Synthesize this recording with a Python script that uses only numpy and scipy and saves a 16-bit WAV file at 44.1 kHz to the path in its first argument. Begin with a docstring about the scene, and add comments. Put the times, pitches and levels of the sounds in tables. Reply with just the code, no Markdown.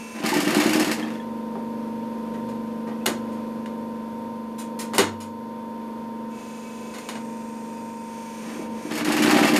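"""In a workshop, an industrial sewing machine close by punches two short runs of stitches into leather.
Its induction motor hums, its fan and bearings hiss, and between the runs the half-pressed clutch rubs
and rings its disc. The head (the metal body that carries the needle) rattles, and each stitch thumps
the table and clacks. Knocks and clicks ring in the room; the heavy ones make a bench boom."""
import sys
import numpy as np
from scipy import signal
from scipy.fft import rfft, irfft, next_fast_len
from scipy.io import wavfile

SR = 44100
rng = np.random.default_rng(int(sys.argv[2]) if len(sys.argv) > 2 else 0)


def persist_wave(psi):
    """Save psi, clipped to +-1, as 16-bit WAV."""
    counts = np.round(np.clip(psi, -1, 1) * 32767).astype(np.int16)
    wavfile.write(sys.argv[1], SR, np.atleast_2d(counts).T)


N = 422919
T = np.arange(N) / SR

# clutch pedal, loading the motor from 0 to 1: time_s, load
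PEDAL = [(0, 0.9), (.25, 1), (.9, 0.9), (1.2, 0.02), (6.28, 0), (6.4, 0.63), (6.9, 0.67), (7.05, 0.85),
         (7.22, .35), (7.9, 0.34), (8.02, 0.33), (8.15, 0.57), (8.5, .9), (8.62, 0.75), (8.69, 0.1),
         (8.8, 0.57), (8.86, 0.97), (9.59, 1)]
# how loud the motor is: time_s, hum_db, lower_slot_tone_db
MOTOR_LEVELS = [(0, -39, -43), (.2, -44.5, -57), (.9, -33.5, -42.5), (1.9, -32, -39.5), (3.3, -32, -44.5),
                (4.5, -35, -41.5), (4.95, -34, -40.5), (5.2, -37.5, -42.5), (6.3, -34.5, -40),
                (6.6, -38.5, -45), (7.04, -37, -44.5), (7.25, -35, -40), (8.35, -39, -40), (8.5, -35, -51),
                (8.7, -33.5, -40), (9.59, -36.5, -58)]
# hum tones that the table gives off: cycles_per_turn, relative_db
HUM_TONES = [(3, -28), (4, -25.5), (5, -23), (6, -31), (7, -18.5), (8, -22), (9, 1), (10, -8), (12, -12.5),
             (13, -26), (14, -21.5), (15, -39), (17, -25), (18, -22), (19, -12), (20, -12.5), (21, -15.5),
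             (22, -31), (23, -21), (24, -22), (27, -36), (31, -35), (36, -28), (38, -20.5)]
# the main hum tone dips when the load jerks: time_s, half_length_s, change_db
HUM_DIPS = [(6.42, 0.051, -7), (6.934, 0.0243, -4), (7.04, 0.053, -9), (8.57, 0.068, -3),
            (8.86, 0.043, -18.5)]
# thin steady tones: pitch_hz, level_db
WHINES = [(1523, -65.5), (3472, -70), (4398, -77), (4597, -76), (8995, -75.5), (10121, -81), (11763, -77),
          (11795, -79), (11822, -74)]
# tone colour of the fan and room noise: pitch_hz, relative_db
FAN_COLOUR = [(20, -17.5), (100, -18), (180, -16.5), (300, -13.5), (400, -11), (480, -10.5), (560, -13),
              (750, -19.5), (1200, -24), (3450, -37), (7900, -46), (12000, -47), (15300, -57)]
# hiss of the bearings: pitch_hz, width_hz, relative_db
BEARING_BANDS = [(11550, 350, 5), (10100, 150, -3), (9000, 150, 2), (4370, 140, -13)]
# clutch disc resonances in its three seats (ways of sitting): pitch_hz, width_hz, then each seat_db
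DISC_MODES = [(1770, 190, -16, -4, -7), (2310, 22, -6, -12, 6), (2390, 50, -12, 0, 2),
              (2600, 150, -3, -1.5, 1), (3450, 47, -2, -16, -15), (4700, 34, -3, -21, -15),
              (5760, 810, -18, -8, -5.5), (6320, 150, -4, -2, -3), (6640, 300, -1, 0, -1.5),
              (7300, 310, -13, -3, -12), (7260, 53, -12, -7, -13), (8470, 65, -28, 7, 3),
              (8540, 140, -13, 1, -6), (9000, 170, -1, -18, -12), (9600, 46, -20, -2, 2)]
# thin tones of the disc: cycles_per_turn, then each seat_db
DISC_SQUEALS = [(91.6, -0.5, -14, -3), (102, -12, -2.5, -12), (105, -3, -10, -12), (196.2, -30, -6.5, -30)]
# the disc holds or runs free, so it does not rub: start_s, end_s
NO_RUB = [(.2, 6), (8.9, 9.59)]
# thin tones that die away: start_s, peak_db, pitch_hz, fade_s (time to fall 60 dB)
FADING_TONES = [(0, -43.5, 2663, 1.6), (.327, -18, 882, 0.12), (.914, -28, 4140, 0.031),
                (1.025, -38, 3260, 0.11), (1.026, -37, 3050, 0.09), (1.025, -31, 1750, .08),
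                (1.149, -45, 3430, 0.049), (1.201, -42.5, 3360, 0.043), (1.197, -37.5, 1780, 0.045),
                (2.91, -56, 3250, .15), (3.011, -46, 2600, 0.15)]
# gear rattle, a list each for the first run, a nudge and the second run: time_s, level_db
RATTLE_LEVELS = [
    [(.15, -43.5), (.234, -39), (.24, -30.5), (.58, -24.5), (.8, -27), (.95, -37), (1.04, -35.5),
     (1.12, -42.5), (1.3, -61)],
    [(8.35, -61), (8.5, -42.5), (8.62, -51), (8.89, -55)],
    [(8.89, -57), (8.915, -37), (8.97, -31), (9.035, -33.5), (9.05, -30.5), (9.3, -20.5), (9.59, -24.5)],
]
# tone colour of the rattle: pitch_hz, relative_db
RATTLE_COLOUR = [(260, -36), (450, -26), (499, 3.5), (587, -4.5), (652, 0), (1050, -2.5), (2820, -8.5),
                 (12400, -26), (15500, -34)]
# resonances of the cast metal head: pitch_hz, width_hz, emphasis
HEAD_MODES = [(805, 154, -7), (1190, 89, 2), (1840, 280, 13), (2250, 160, 3), (2704, 220, 5),
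              (4250, 82, -9), (4630, 120, -15), (5220, 70, -14), (6760, 96, -14), (7800, 55, -16)]
# slack is taken up as the head starts or stops: start_s, thump_db, clack_db
SLACK_BLOWS = [(0.2379, -17, -27), (0.2613, -48, -16), (1.149, -38, -50), (1.196, -43, -51),
               (8.592, -20.5, -50), (8.9362, -37, -26), (8.9535, -36, -21.5)]
# stitches, a list for each run: needle_bar_strike_s, feed_db, bar_db, hook_db, lever_db
STITCHES = [
    [(.243, -24, -16, -15.5, -50), (.361, -14, -9.5, -14.5, -16), (.469, -16, -9, -19, -22),
     (.565, -28, -8, -15, -15), (.656, -27, -8, -16.5, -19), (.751, -24, -9.5, -12.5, -14),
     (.868, -21, -13, -15, -18), (.985, -39, -23, -51, -34), (1.128, -25, -30, -60, -44)],
    [(8.911, -23, -18.5, -20.5, -44), (9.079, -18, -11.5, -15.5, -18), (9.187, -18, -13.5, -12, -18.5),
     (9.277, -8, -9, -13.5, -39), (9.36, -9, -7.5, -19, -21), (9.443, -7.5, -6.5, -16, -31),
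     (9.529, -11, -8.5, -11, -34), (9.612, -12, -13, -23, -28)],
]
# resonances of the sewing table: pitch_hz, relative_db, fade_s
TABLE_MODES = [(247, 16, 0.082), (304, 16.5, 0.13), (347.5, 9, 0.15), (491, 9, 0.06), (639, 12, 0.088)]
# knocks and clicks: start_s, level_db, decay_s, tilt_db_per_octave, room_db
KNOCKS = [(1.553, -47, 0.012, -15, -3), (2.338, -45.5, 0.017, -6.5, -2), (2.486, -47.5, 0.015, -2, 0),
          (2.867, -48, 0.034, -10, 1.5), (3.059, -16, 0.003, -3, -15), (3.063, -12.5, 0.0024, 1, -5),
          (3.316, -51, 0.017, -2.5, 1), (3.659, -37.5, 0.0046, -5, -5), (4.582, -42, 0.016, 0.5, 7),
          (4.789, -35, 0.014, 1.5, 5.5), (4.935, -29, 0.0039, -5, 4), (4.945, -30, 0.016, 0, -2),
          (4.981, -15, 0.0036, -2, 5.5), (4.9825, -10, 0.0015, 1.5, -19), (5.202, -42.5, 0.011, 0.5, 5.5),
          (6.939, -37, 0.0031, -3, 8.5), (6.958, -42, 0.0046, -2, 0), (6.984, -36, 0.0043, 0, -2),
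          (7.088, -28, 0.0045, -2, 0), (7.154, -33.5, 0.0049, -6.5, -1)]
# tone colour of a knock: pitch_hz, relative_db
KNOCK_COLOUR = [(50, -40), (150, -2), (500, 5), (1000, 11), (2000, 7), (4000, 4), (6800, 1.5), (8000, 4),
                (11000, 1.5), (15000, -7)]
# metal that the knocks ring: pitch_hz, width_hz, relative_db
METAL_MODES = [(1480, 25, -9), (2130, 57, 3.5), (2880, 75, 3), (3670, 93, 3), (4280, 81, 6), (6780, 190, 6),
               (8650, 60, 4), (11300, 590, -11)]
# bench booms: start_s, level_db, pitch_factor, lowest_mode_extra_db, second_mode_extra_db
BOOMS = [(2.868, -49, 1.35, 8, 7), (3.064, -26.5, 1.01, -20, -18), (3.661, -54, 1.1, -5, -6),
         (4.94, -40, 0.77, 0, -5), (4.984, -21.5, 0.96, 9, -2.5)]
# resonances of the bench: base_pitch_hz, width_hz, relative_db
BENCH_MODES = [(103.4, 2.1, -8.5), (229.5, 34, 3.5), (339, 49, 12.5), (491.6, 32, -4), (560, 88, -13),
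               (770, 150, 0), (1420, 55, -18)]
# how long the room rings: pitch_hz, fade_s
ROOM_FADES = [(200, 0.33), (1000, 0.31), (3000, 0.26), (7000, 0.25), (14000, 0.15)]
# tone colour of the microphone: pitch_hz, gain_db
MIC_COLOUR = [(20, -11.5), (60, -11), (120, -1), (7780, 0), (7870, -14), (7960, 0)]

IDLE_TURNS_PER_S, SAG_TURNS_PER_S = 24.98, .18  # load slows the shaft
LOAD = np.clip(np.interp(T, *np.transpose(PEDAL)), 0, 1)
TURNS = np.cumsum(IDLE_TURNS_PER_S - SAG_TURNS_PER_S * LOAD) / SR


def gain_of(db):
    """Turns decibels into a gain."""
    return 10 ** (np.asarray(db) / 20)


def evened(x):
    """Scales a signal to an average (rms) level of 1."""
    return x / np.sqrt(np.mean(x ** 2) + 1e-20)


def at_pitch(points, hz):
    """Reads between the rows of a table on a musical (log) pitch scale."""
    pitches, values = np.transpose(points)
    return np.interp(np.log(hz + 1), np.log(pitches + 1), values)


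def level(rows, column=1):
    """Gain over time from a column of decibels, silent outside the rows."""
    return gain_of(np.interp(T, *np.transpose(rows)[[0, column]], left=-200, right=-200))


def add(mix, start_s, sound):
    """Adds a sound to the mix at a given time."""
    part = mix[round(start_s * SR):][:len(sound)]
    part += sound[:len(part)]


def coloured(x, points, tilt_db=0):
    """Filters by a tone colour; a tilt above zero brightens it."""
    size = next_fast_len(len(x))
    hz = np.fft.rfftfreq(size, 1 / SR)
    curve_db = at_pitch(points, hz) + tilt_db * np.log2((hz + 300) / 3000)
    return irfft(rfft(x, size) * gain_of(curve_db), size)[:len(x)]


def resonances(x, modes):
    """Lets a signal ring modes, the pitches at which an object likes to shake."""
    return sum(gain_of(db) * signal.lfilter(*signal.iirpeak(hz, hz / width, SR), x)
               for hz, width, db in modes)


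def wander(rate_hz):
    """Random drift of size 1, with about rate_hz new values a second."""
    steps = rng.standard_normal(int(N / SR * rate_hz) + 3)
    return evened(signal.resample(steps, N // 64)).repeat(65)[:N]


def ring(modes, spread, rise_s):
    """One blow on a set of modes, each a little out of tune."""
    t = T[:SR // 3]
    detunes = 1 + spread * rng.standard_normal(len(modes))
    tone = sum(gain_of(db - 60 * t / fade_s) * np.sin(2 * np.pi * hz * detune * t)
               for (hz, db, fade_s), detune in zip(modes, detunes))
    tone *= (1 - np.exp(-t / rise_s)) ** 2
    return tone / abs(tone).max()


def turning_noise(share):
    """Noise of which a share repeats with every shaft turn, as the same surface passes again."""
    surface = rng.standard_normal(1766)
    repeating = surface[(TURNS % 1 * len(surface)).astype(int)]
    return np.sqrt(share) * repeating + np.sqrt(1 - share) * rng.standard_normal(N)


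def motor():
    """The shaft hums; the rotor's slots make a tone that the mains field splits in two."""
    main_tone, slot_count, twice_mains_hz = 9, 41, 100
    spin = TURNS + 0.0025 * np.sin(2 * np.pi * .355 * TURNS)  # the belt tugs once in each of its rounds
    sway = [wander(5.5) for _ in range(5)]
    dip_db = sum(db * np.exp(-((T - s) / half) ** 2) for s, half, db in HUM_DIPS)
    hum = 0
    for i, (multiple, db) in enumerate(HUM_TONES):  # neighbours partly out of step: warble and throb
        tone_db = db - db * 0.093 * sway[i % 5] + (multiple == main_tone) * dip_db
        cycles = multiple * spin + multiple ** 2 / 8 + 0.052 * sway[i % 3]
        hum += gain_of(tone_db) * np.sin(2 * np.pi * cycles)
    upper = np.sin(2 * np.pi * slot_count * TURNS) * gain_of(1.05 * sway[0])
    lower = np.sin(2 * np.pi * (slot_count * TURNS - twice_mains_hz * T)) * gain_of(1.1 * sway[1])
    lower_gain = level(MOTOR_LEVELS, column=2)
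    upper_gain = gain_of(-47.5) * (gain_of(-43) / lower_gain) ** 0.22  # rises as the lower tone falls
    slots = gain_of(-3.5 * LOAD) * (lower_gain * lower + upper_gain * upper)
    whine = sum(gain_of(db + 0.71 * sway[i % 5]) * np.sin(2 * np.pi * hz * T)
                for i, (hz, db) in enumerate(WHINES))
    buzz = gain_of(-58) * np.sin(2 * np.pi * 1001 * T)
    return np.sqrt(2) * (level(MOTOR_LEVELS) * hum + slots + whine + buzz)


def fan_and_bearings():
    """The fan rushes and the bearings hiss, swelling a little with the hum."""
    fan = evened(coloured(turning_noise(0.23), FAN_COLOUR))
    rolling = turning_noise(.3)
    hiss = sum(resonances(resonances(rolling, [(hz, width, db)]), [(hz, width, 0)])
               for hz, width, db in BEARING_BANDS)
    swell = evened(level(MOTOR_LEVELS)) ** 0.6
    return gain_of(-42.5 + wander(4.9) / 2) * swell * (fan + gain_of(-16) * hiss)


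def clutch():
    """Rubbing rings the clutch disc; each seat has its own surface and favours other modes."""
    change_s, low_modes_hz = 0.17, 3000
    # the disc's ringing changes colour at about 7.1 s and 8.05 s
    seat_now = np.where(T < 1, 2, sum(np.clip((T - s) / change_s + .5, 0, 1) for s in (7.1, 8.05)))
    slipping = np.prod([np.clip(np.maximum(start - T, T - end) * 10 + 1, 0, 1)
                        for start, end in NO_RUB], axis=0)
    high_spot = abs(np.cos(np.pi * (TURNS - .1))) ** 18  # shakes the low modes once a turn
    rub = 0
    for seat, pressure in enumerate((1.6, 3, 1.5)):
        scrape = turning_noise(0.89)
        bumped = scrape * (1 + pressure * high_spot)
        hiss = coloured(scrape, [(600, 16), (2000, 10), (7000, 2.5), (10000, -1.5), (15000, -7)])
        ringing = sum(resonances(bumped if hz < low_modes_hz else scrape, [(hz, width, seat_db[seat])])
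                      for hz, width, *seat_db in DISC_MODES)
        squeal = sum(gain_of(seat_db[seat]) * np.sin(2 * np.pi * multiple * TURNS)
                     for multiple, *seat_db in DISC_SQUEALS)
        squeal *= gain_of(-12.5 + 3.9 * wander(26))
        blend = np.sqrt(np.clip(1 - abs(seat_now - seat), 0, 1))
        rub += blend * evened(ringing + squeal + gain_of(-11) * hiss)
    return gain_of(-43.5) * LOAD ** 0.78 * slipping * rub


def fading_tones():
    """An opening clutch squeal, then brief thin tones; each is a pair of close pitches."""
    out = np.zeros(N)
    for s, db, hz, fade_s in FADING_TONES:
        pair = [(hz, 0, fade_s), (1.03 * hz, -10, fade_s)]
        add(out, s, gain_of(db) * ring(pair, spread=.004, rise_s=.001))
    return out


def stitch_timing():
    """Each part strikes at its own point in a stitch: lists thumps, clacks and thread lever times."""
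    feed_at, lever_at, rebound_at, hook_at = -.37, -.19, .22, .39  # in stitches from the bar's strike
    thumps = [(s, db) for s, db, _ in SLACK_BLOWS]
    clacks = [(s, db) for s, _, db in SLACK_BLOWS]
    lever_times = []
    for run in STITCHES:
        bar_s, feed_db, bar_db, hook_db, lever_db = np.transpose(run)
        padded_s = np.r_[2 * bar_s[0] - bar_s[1], bar_s, 2 * bar_s[-1] - bar_s[-2]]
        count = np.arange(len(padded_s))
        feed_s, lever_s, rebound_s, hook_s = (np.interp(count[1:-1] + share, count, padded_s)
                                              for share in (feed_at, lever_at, rebound_at, hook_at))
        thumps += [*zip(feed_s, feed_db), *zip(bar_s, bar_db), *zip(rebound_s, bar_db - 9)]
        clacks += [*zip(hook_s, hook_db), *zip(lever_s, lever_db)]
        clacks += zip(bar_s + .008, bar_db - 10.5)  # the bar clacks just after its thump
        lever_times += list(lever_s)
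    return thumps, clacks, lever_times


def gear_rattle():
    """A stream of tiny metal hits rings the head; the table rumbles under it."""
    grains = rng.standard_normal(N) * gain_of(2 * wander(40) + 2.1 * wander(600))
    rattle = coloured(grains, RATTLE_COLOUR)
    ringing = resonances(rattle, [(hz, width, emphasis / 3) for hz, width, emphasis in HEAD_MODES])
    rattle = evened(rattle + gain_of(-6) * ringing)
    shake = rng.standard_normal(N) * gain_of(3 * wander(60))
    shake = resonances(shake, [(250, 800, 0)])
    rumble = evened(resonances(shake, [(229.7, 25, -2), (304.3, 16, -1), (339.6, 7.8, -4.5)]))
    loudness = sum(level(run) for run in RATTLE_LEVELS)
    lull_s, lull_db = 0.013, np.zeros(N)
    _, _, lever_times = stitch_timing()
    for s in lever_times:  # the rattle eases just before each lever clack
        add(lull_db, s - lull_s, -5 * np.sin(np.pi * T[:round(lull_s * SR)] / lull_s) ** .5)
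    return loudness * gain_of(lull_db) * rattle + gain_of(-28) * (loudness / gain_of(-29)) ** .76 * rumble


def stitches():
    """The moving parts send low thumps through the table and bright clacks from the head."""
    out, t = np.zeros(N), T[:2000]
    thumps, clacks, _ = stitch_timing()
    from_peak_s = T[:SR // 3] - .0055
    blow = -np.cos(2 * np.pi * 285 * from_peak_s) * np.exp(-(from_peak_s / 0.0027) ** 2)
    for s, db in thumps:
        add(out, s, gain_of(db) * (blow + 0.35 * ring(TABLE_MODES, spread=0.022, rise_s=0.015)))
    envelope = (0.39 * np.exp(-t / 0.002) + 0.25 * np.exp(-t / 0.038)) * (1 - np.exp(-t / 0.0006))
    colour = [(300, 0), (700, -2.5), (1800, 0.5), (3000, -1), (8000, -1.5), (12500, -3.5), (15000, -15)]
    for s, db in clacks:
        burst = rng.standard_normal(len(t)) * envelope
        burst += gain_of(7) * resonances(burst, [(hz, width, 0) for hz, width, _ in HEAD_MODES])
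        add(out, s, gain_of(db) * coloured(burst, colour))
    return out


def room(x):
    """The room's echo: a tail of noise whose treble dies first."""
    hz, t, bands = signal.stft(rng.standard_normal(SR // 2), SR, nperseg=128)
    fade = gain_of(-60 * t / at_pitch(ROOM_FADES, hz)[:, None])
    tail = np.r_[np.zeros(120), signal.istft(bands * fade, SR, nperseg=128)[1]]
    return signal.fftconvolve(x, tail / np.linalg.norm(tail))[:N]


def knocks():
    """Short bursts of noise ring nearby metal; gives the direct sound and what goes into the room."""
    direct, to_room, t = np.zeros(N), np.zeros(N), T[:SR // 2]
    light_modes = [mode for mode in METAL_MODES if mode[0] > 6000]
    for s, db, decay_s, tilt_db, room_db in KNOCKS:
        soft = decay_s > .008  # a soft knock wakes only the light parts
        envelope = np.exp(-t / decay_s) * (1 - np.exp(-9 * t / decay_s))
        burst = coloured(rng.standard_normal(len(t)), KNOCK_COLOUR, tilt_db) * envelope
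        burst += resonances(burst, light_modes if soft else METAL_MODES)
        add(direct, s, gain_of(db) * burst)
        if not soft:  # to the room a brief knock is one click
            click = coloured(signal.unit_impulse(len(t), 100), KNOCK_COLOUR, tilt_db)
            burst = evened(click + resonances(click, METAL_MODES)) * np.std(burst)
        add(to_room, s, gain_of(db + room_db) * burst)
    return direct, to_room


def bench_booms():
    """After a heavy knock, a quickly swelling shake rings the low modes of a bench."""
    out, t = np.zeros(N), T[:SR // 2]
    for s, db, pitch_factor, *extras_db in BOOMS:
        shake = rng.standard_normal(len(t)) * (t / .007) ** 2 * np.exp(-t / 0.0054)
        extras_db += [0] * len(BENCH_MODES)
        boom = sum(gain_of(mode_db + extra) * evened(resonances(shake, [(hz * pitch_factor, width, 0)]))
                   for (hz, width, mode_db), extra in zip(BENCH_MODES, extras_db))
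        add(out, s, gain_of(db) * boom / np.std(boom[:3000]))
    return out


def scene():
    """The machine in front, the workshop around it."""
    sewing = gear_rattle() + stitches() + fading_tones()
    machine = motor() + fan_and_bearings() + clutch() + sewing + gain_of(-9.5) * room(sewing)
    knocking, to_room = knocks()
    booms = bench_booms()
    return (machine + knocking + booms + room(to_room + gain_of(-2.5) * booms))[None]


def record(dry):
    """A microphone with weak bass and a narrow treble dip rounds off peaks; the top treble is cut."""
    heard = np.tanh(coloured(dry[0], MIC_COLOUR))[None]
    treble_cut = signal.firwin(511, 15300, window=("kaiser", 9), fs=SR)
    return signal.oaconvolve(heard, treble_cut[None], "same")


dry = scene()
out = record(dry)
persist_wave(out)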